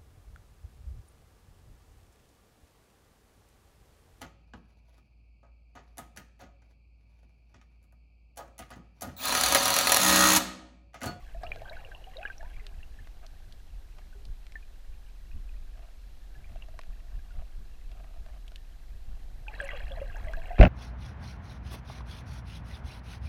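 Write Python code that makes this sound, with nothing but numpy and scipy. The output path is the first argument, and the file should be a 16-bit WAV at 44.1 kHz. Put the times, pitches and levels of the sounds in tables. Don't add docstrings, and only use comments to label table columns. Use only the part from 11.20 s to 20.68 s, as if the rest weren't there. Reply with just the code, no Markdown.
import sys
import numpy as np
from scipy import signal
from scipy.fft import rfft, irfft, next_fast_len
from scipy.io import wavfile
from scipy.ndimage import uniform_filter1d, map_coordinates

SR = 44100
rng = np.random.default_rng(int(sys.argv[2]) if len(sys.argv) > 2 else 0)


def int16_out(signal):
    q = np.round(np.clip(np.atleast_2d(signal).T, -1, 1) * 32767)
    wavfile.write(sys.argv[1], SR, q.astype(np.int16))


N = 418068


def amp(db):
    return 10 ** (np.asarray(db) / 20)


def unit(x):
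    return x / np.sqrt(np.mean(x ** 2) + 1e-20)


def automation(points):
    return np.interp(np.arange(N) / SR, *np.transpose(points))


def wobble(rate):
    return map_coordinates(rng.standard_normal(int(N * rate / SR) + 4), [np.arange(N) * rate / SR])


def swell(middle_s, length_s):
    return np.cos(np.pi * np.clip((np.arange(N) / SR - middle_s) / length_s, -.5, .5)) ** 2


def colour(x, eq):
    size = 2 * next_fast_len(len(x) // 2 + 4096)
    hz, db = np.transpose(eq)
    log_hz = np.log(np.fft.rfftfreq(size, 1 / SR) + 1)
    gain = unit(amp(np.interp(log_hz, np.log(hz), db)))
    cepstrum = irfft(np.log(gain))
    cepstrum[1:size // 2] *= 2
    cepstrum[size // 2 + 1:] = 0
    return irfft(rfft(x, size) * np.exp(rfft(cepstrum)))[:len(x)]


def noise(eq):
    return unit(colour(rng.standard_normal(N), eq))


def steady(x, seconds):
    width = max(int(seconds * SR), 2)
    power = uniform_filter1d(uniform_filter1d(x ** 2, width), width)
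    return x / np.sqrt(np.abs(power) + 1e-12)


def add(track, s, sound):
    start = min(max(round(s * SR), 0), N)
    track[start:start + len(sound)] += sound[:N - start]


def ring(t, hz, t60, glide):
    phase = 2 * np.pi * hz * (t + glide * (t - t60 / 6 * (1 - np.exp(-6 * t / t60))))
    attack = 1 - np.exp(-(.6 * hz * t) ** 2)
    return np.sin(phase) * attack * amp(-60 * t / t60)


def swarm(rate, centre_hz, spread, cycles, scatter_db, glide, samples):
    count = int(rate * N / SR)
    when, pitch, strength, life, drift = rng.random((count, 5)).T[:, :, None]
    hz = centre_hz * np.exp(spread * (2 * pitch - 1))
    tones = ring(np.arange(samples) / SR, hz, cycles * (.5 + life) / hz, glide * (3 * drift - 1))
    tones *= amp(scatter_db * strength ** 2)
    places = (when * N).astype(int) + np.arange(samples)
    return unit(np.bincount(places.ravel(), tones.ravel(), N)[:N])


def grit(rate, bed):
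    impacts = (rng.random(N) < rate / SR) * rng.standard_normal(N)
    return unit(unit(impacts) + bed * rng.standard_normal(N))


def noise_floor():
    # f/Hz, level/dB
    hiss_eq = [(100, 5), (300, 4.5), (700, -1.5), (1100, -3), (2700, -7), (3400, -5.5), (4000, -4.5),
               (5000, -7.5), (8000, -12.5), (11500, -14.5), (12400, -11), (13200, -16.5), (15500, -19)]
    # f/Hz, rms level/dB
    tones = [(4016, -86.5), (12349, -91)]
    t = np.arange(N) / SR
    whine = sum(amp(db) * np.sqrt(2) * np.sin(2 * np.pi * hz * t + 0.91 * wobble(70))
                for hz, db in tones)
    return amp(-65.0) * noise(hiss_eq) + whine


def surge():
    # t/s, relative level/dB
    current = [(0.0, -44.5), (0.9, -46.5), (1.65, -43), (2.4, -46.5), (3.2, -44.5), (3.95, -45),
               (4.35, -38), (4.7, -46), (5.5, -42), (6.9, -43), (7.15, -42.5), (7.6, -45), (7.95, -39),
               (8.38, -42), (8.6, -37.5), (9.36, -37)]
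    # middle t/s, relative peak level/dB
    eddies = [(0.17, -38.5), (0.3, -39.5), (0.57, -41.5), (1.25, -38), (1.38, -38), (1.57, -40),
              (2.56, -40), (3.099, -34), (3.71, -39), (4.17, -33.5), (5.34, -37.5), (5.7, -37), (5.96, -35),
              (6.19, -33), (6.39, -35), (6.68, -39), (7.0, -38.5), (7.73, -40.5), (7.91, -35), (8.64, -36),
              (9.03, -33.5), (9.17, -31.5)]
    # f/Hz, level/dB
    rumble_eq = [(8, -26), (14, 4.5), (28, -0.5), (45, -0.5), (60, -10.5), (90, -22), (180, -34.5),
                 (400, -48.5), (900, -78)]
    eddy_power = sum((amp(db) * swell(s, length_s=0.14)) ** 2 for s, db in eddies)
    flow = np.sqrt(amp(automation(current)) ** 2 + eddy_power)
    rumble = steady(noise(rumble_eq), seconds=0.049)
    flutter = noise([(40, -17), (110, 7.5), (200, -2.5), (400, -23.5), (900, -44)]) * amp(2 * wobble(27))
    return amp(1.28) * flow * rumble + amp(-54.5) * np.sqrt(flow) * flutter


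def weed():
    # t/s, length/s, level/dB
    brushes = [(2.021, 0.051, -61.5), (2.755, 0.048, -61), (4.52, 0.21, -65.5), (5.285, 0.089, -66),
               (5.675, 0.34, -70), (6.127, 0.12, -61), (6.654, 0.41, -63.5), (7.048, 0.15, -61),
               (7.86, 0.14, -68.5)]
    # f/Hz, level/dB
    scrape_eq = [(150, -20), (500, -8), (660, 7), (760, 2.5), (900, -11.5), (1250, -3), (1900, -19),
                 (2700, -10), (4200, -34), (9000, -43)]
    strokes = np.zeros(N)
    for s, length, db in brushes:
        add(strokes, s, amp(db) * signal.windows.tukey(max(int(length * SR), 8), .5))
    grip = amp(3 * wobble(90))
    return strokes * unit(colour(grit(rate=630, bed=0.3) * grip, scrape_eq))


def ticks():
    # t/s, relative level/dB,
    # knock offset/dB, crack centre f/Hz
    hits = [(0.2329, -33, 0, 1200), (0.3586, -37.5, 1.5, 1470), (0.4174, -38.5, 6.5, 1000),
            (1.2274, -42, 4, 1210), (1.4654, -33, -38, 2920), (1.871, -39.5, -11, 1400),
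            (2.0638, -40.5, -21, 4230), (2.323, -43, -32, 3770), (2.784, -44, -28, 1160),
            (3.0515, -42, -14, 4200), (3.266, -40, -25, 1760), (3.3206, -42, -23, 2430),
            (4.5917, -53.5, 5.5, 1400), (4.627, -51, 2, 1600), (5.357, -46, 6.5, 1690),
            (5.4846, -47.5, 4, 1210), (5.54, -53, 7, 1200), (5.59, -30.5, -8.5, 1110),
            (5.6124, -44, -23, 2700), (5.6337, -44.5, -17, 1870), (6.715, -43.5, -9, 2800),
            (6.8074, -58, 8, 1170), (6.9084, -54, 3, 1000), (7.0614, -42, -4, 1260),
            (7.2788, -41.5, -15, 3180), (7.3178, -44, -4.5, 1420), (7.358, -36, -40, 3220),
            (9.1328, -34, -12, 1650)]
    # f/Hz, level/dB
    crack_eq = [(200, 9.5), (900, -1), (1500, 0.5), (2800, 2), (4200, 3.5), (5500, 1.5), (8500, -2),
                (15000, -4)]
    cracks, knocks, t = np.zeros(N), np.zeros(N), np.arange(SR // 16) / SR
    decay = amp(-60 * t / 0.012) + amp(-16) * amp(-60 * t / 0.043)
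    for s, db, knock_db, hz in hits:
        band = signal.butter(1, [0.78 * hz, 1.18 * hz], "band", fs=SR, output="sos")
        crack = decay * unit(signal.sosfilt(band, rng.standard_normal(len(t))))
        add(cracks, s + 0.00102, amp(db - 8.0) * crack)
        add(knocks, s, amp(db + knock_db + 4.5) * ring(t, hz=713, t60=0.028, glide=-0.11))
    return colour(cracks, crack_eq) + knocks


def cloud_envelopes():
    # arrival t/s, hold/s, patter level/dB, fizz level/dB, fade/(dB per s)
    clouds = [(0.203, 0.11, -57.5, -62.5, 9), (5.146, 0.39, -69, -75, 9), (8.29, 1.3, -58, -58, 10)]
    # middle t/s, length/s, fizz level/dB
    bursts = [(0.05, 0.64, -65.5), (0.533, 0.47, -61), (1.034, 0.34, -58.5), (1.35, 0.34, -64.5),
              (8.49, 0.46, -49.5)]
    t, rise_s = np.arange(N) / SR, 0.017
    patter_power, fizz_power = amp(-76) ** 2, amp(-75.5) ** 2
    for s, hold, patter_db, fizz_db, fade_rate in clouds:
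        near = np.clip((t - s) / rise_s, 0, 1) * amp(-fade_rate * np.maximum(t - s - hold, 0))
        approach = amp(-7 - 25 * np.abs(t - s)) * (t < s)
        patter_power += (amp(patter_db) * (near + approach)) ** 2
        fizz_power += (amp(fizz_db) * near) ** 2
    fizz_power += sum((amp(db) * swell(s, length)) ** 2 for s, length, db in bursts)
    return np.sqrt(patter_power), np.sqrt(fizz_power)


def churn():
    # f/Hz, level/dB
    patter_eq = [(100, -2), (250, -10), (450, -5), (600, -3), (690, 3), (800, 1.5), (930, -11.5),
                 (1250, -15.5), (2600, -23.5), (5000, -35.5)]
    # f/Hz, level/dB
    wash_eq = [(40, -8), (70, 6), (110, 8), (200, -13.5), (330, -18), (450, -17), (700, -25), (2000, -40)]
    # f/Hz, level/dB
    fizz_eq = [(500, -12.5), (1000, -2), (1350, -17), (1600, -2), (2100, -8.5), (2800, -2.5), (3050, -12),
               (3300, -3), (3600, -27), (3900, -7), (4600, -13.5), (7000, -36), (8500, -33), (10000, -41),
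               (15000, -41)]
    patter_gain, fizz_gain = cloud_envelopes()
    gate_db, floor_db = -65.5, -81
    gurgle_gain = np.sqrt(np.maximum(patter_gain ** 2 - amp(gate_db) ** 2, amp(floor_db) ** 2))
    patter = unit(colour(grit(rate=500, bed=0.39), patter_eq))
    wash = noise(wash_eq) * amp(3 * wobble(7.3))
    gurgle = swarm(rate=90, centre_hz=659, spread=0.342, cycles=42.4,
                   scatter_db=-6.5, glide=0.244, samples=3600)
    small = swarm(rate=700, centre_hz=2282, spread=0.641, cycles=43.5,
                  scatter_db=15, glide=-0.12, samples=1500)
    crackle = unit(rng.standard_normal(N) * amp(5.9 * wobble(140)))
    fizz = unit(colour(small + amp(-4.5) * crackle, fizz_eq))
    pings = swarm(rate=120, centre_hz=8860, spread=0.53, cycles=24,
                  scatter_db=30, glide=-0.013, samples=1100)
    strays = swarm(rate=25, centre_hz=2150, spread=0.42, cycles=52,
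                   scatter_db=11, glide=-0.06, samples=2000)
    lows = amp(0.5) * patter_gain * patter + gurgle_gain * (amp(1.5) * gurgle + wash)
    highs = fizz_gain * (amp(2.5) * fizz + amp(-18) * pings)
    return lows + highs + amp(-80.5) * strays


def spurt():
    start_s, rise_s, t60 = 0.234, 0.003, 0.12
    age = np.maximum(np.arange(N) / SR - start_s, 0)
    fine = swarm(rate=470, centre_hz=4170, spread=0.34, cycles=44,
                 scatter_db=12, glide=-0.1, samples=900)
    return (1 - np.exp(-age / rise_s)) * amp(-53.5 - 60 * age / t60) * fine


def bubbles():
    # t/s, f/Hz, relative level/dB, glide/share of pitch
    pinch_offs = [(0.1453, 644, -41, .11), (0.2319, 738, -36, -0.014), (0.235, 1140, -43, 0.18),
                  (0.243, 713, -33.5, -0.13), (0.2662, 2550, -37, 0.18), (0.3177, 2410, -24, -0.014),
                  (0.455, 1565, -41.5, -0.042), (0.485, 1550, -42.5, -0.014), (0.497, 4020, -37, -0.069),
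                  (0.5088, 578, -43, 0.32), (0.5294, 2300, -40, -0.035), (0.5676, 1500, -42.5, 0),
                  (0.6483, 2800, -40.5, -0.012), (0.7163, 1690, -39.5, -0.12), (0.7484, 2970, -39.5, -0.11),
                  (0.841, 2950, -43, -.03), (0.8696, 760, -45.5, 0), (0.958, 486, -45, 0.29),
                  (0.969, 4020, -34.5, -0.084), (0.9809, 594, -37, 0.23), (0.9993, 672, -40, 0.3),
                  (1.03, 1380, -42, .29), (1.0293, 2630, -34, -0.064), (1.0519, 1564, -25, .12),
                  (1.06, 2800, -38.5, 0.069), (1.075, 2450, -38, -0.025), (1.1, 1570, -33, 0),
                  (1.1814, 5770, -41.5, -0.024), (1.1956, 655, -48, 0.089), (1.207, 1740, -43, -.03),
                  (1.2278, 824, -46.5, 0.26), (1.3645, 2150, -49, .16), (1.396, 2110, -47, -0.047),
                  (1.4126, 440, -57, -0.14), (1.6304, 2714, -43, 0.018), (1.788, 1740, -48, 0.012),
                  (2.9263, 1540, -55, -.05), (2.949, 401, -59, 0), (3.3552, 1800, -32, -0.018),
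                  (3.427, 2500, -53, -0.042), (4.115, 2590, -53.5, -.05), (4.2908, 2600, -52, -0.069),
                  (5.1525, 1690, -52, 0.0077), (5.2428, 2300, -50, 0.07), (5.4226, 2840, -39.5, -0.06),
                  (6.1059, 1490, -53.5, -0.071), (8.267, 1530, -46.5, 0.037), (8.2787, 864, -42.5, -0.02),
                  (8.282, 2680, -30, -0.137), (8.34, 1620, -39, 0.25), (8.401, 1743, -22, -0.12),
                  (8.4105, 619, -37, -0.148), (8.4133, 8560, -40.5, 0), (8.4293, 557, -38.5, -0.0051),
                  (8.4407, 8440, -46, .06), (8.4897, 2130, -27.5, -0.1), (8.5056, 1850, -36, 0.092),
                  (8.5308, 652, -38, -0.32), (8.7073, 556, -43, -0.084), (8.718, 3190, -38, 0.11),
                  (8.7701, 725, -38, -0.31), (8.814, 560, -29.5, -0.044), (8.8985, 1700, -41, -.09),
                  (8.958, 1610, -40.5, 0.043), (8.9649, 883, -44.5, -0.038), (9.0684, 615, -38.5, 0.034),
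                  (9.0823, 2090, -38.5, -0.068), (9.0915, 662, -41, -0.03), (9.135, 1518, -31.5, .15),
                  (9.1703, 665, -39.5, -0.016), (9.3047, 692, -32, 0.14), (9.315, 714, -33, -0.008)]
    typical_cycles, typical_db, typical_hz = 84, -38, 1500
    track, t = np.zeros(N), np.arange(SR // 4) / SR
    for s, hz, db, glide in pinch_offs:
        cycles = typical_cycles * amp(db - typical_db) ** -0.16 * (hz / typical_hz) ** -0.18
        tone = ring(t, hz, cycles / hz, glide)
        scatter = rng.standard_normal(len(t)) * amp(-60 * t / 0.067) * (t > .004)
        echo = signal.fftconvolve(tone, scatter / np.linalg.norm(scatter))[:len(t)]
        lowpass = signal.butter(4, hz, fs=SR, output="sos")
        puff = unit(signal.sosfilt(lowpass, rng.standard_normal(len(t)))) * amp(-60 * t * hz / 16)
        wet = amp(-14) * np.sqrt(typical_hz / hz)
        add(track, s, amp(db + 1.5) * (tone + wet * echo + amp(-13.5) * puff))
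    return track


def breaker():
    # t/s, level/dB, t60/s
    hits = [(9.3827, -31, 0.047), (9.391, -23.5, 0.049), (9.4109, -8, 0.023), (9.421, -24.5, 0.073),
            (9.429, -12.5, 0.042), (9.4363, -16.5, 0.036), (9.451, -16, 0.03), (9.463, -26, 0.064)]
    # f/Hz, level/dB
    splash_eq = [(100, -13), (400, -3), (660, 12.5), (950, -5), (1500, -3), (1900, -5.5), (2600, -2),
                 (3200, -15), (3900, -25), (6000, -34.5), (8000, -45), (15000, -57)]
    # t/s, buffet level/dB
    plunge = [(9.37, -77), (9.388, -36), (9.4, -11), (9.43, -18.5), (9.445, -17.5), (9.48, -21.5)]
    boom, slaps, t = np.zeros(N), np.zeros(N), np.arange(SR // 4) / SR
    attack = 1 - np.exp(-(t / 0.0011) ** 2)
    pocket = np.cos(2 * np.pi * 46 * t) * amp(-60 * t / 0.12) * attack
    add(boom, 9.4005, amp(4.5) * pocket)
    for s, db, t60 in hits:
        add(slaps, s, amp(db) * amp(-60 * t / t60) * rng.standard_normal(len(t)))
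    weight = amp(automation(plunge))
    buffet_eq = [(30, -24), (70, 5.5), (130, 0.5), (250, -8.0), (450, -15.0), (900, -33), (2500, -72)]
    buffet = (weight - weight[0]) * steady(noise(buffet_eq), seconds=0.013)
    return boom + colour(slaps, splash_eq) + buffet


def scene():
    return (surge() + churn() + weed() + bubbles() + spurt() + ticks() + breaker() + noise_floor())[None]


def record(dry):
    ceiling, top_hz = .95, 15400
    clipped = dry / (1 + np.abs(dry / ceiling) ** 6) ** (1 / 6)
    size = next_fast_len(N + SR // 2)
    padded = np.pad(clipped, ((0, 0), (0, size - N)), "linear_ramp")
    passband = np.fft.rfftfreq(size, 1 / SR) < top_hz
    return irfft(rfft(padded) * passband, size)[:, :N]


dry = scene()
out = record(dry)
int16_out(out)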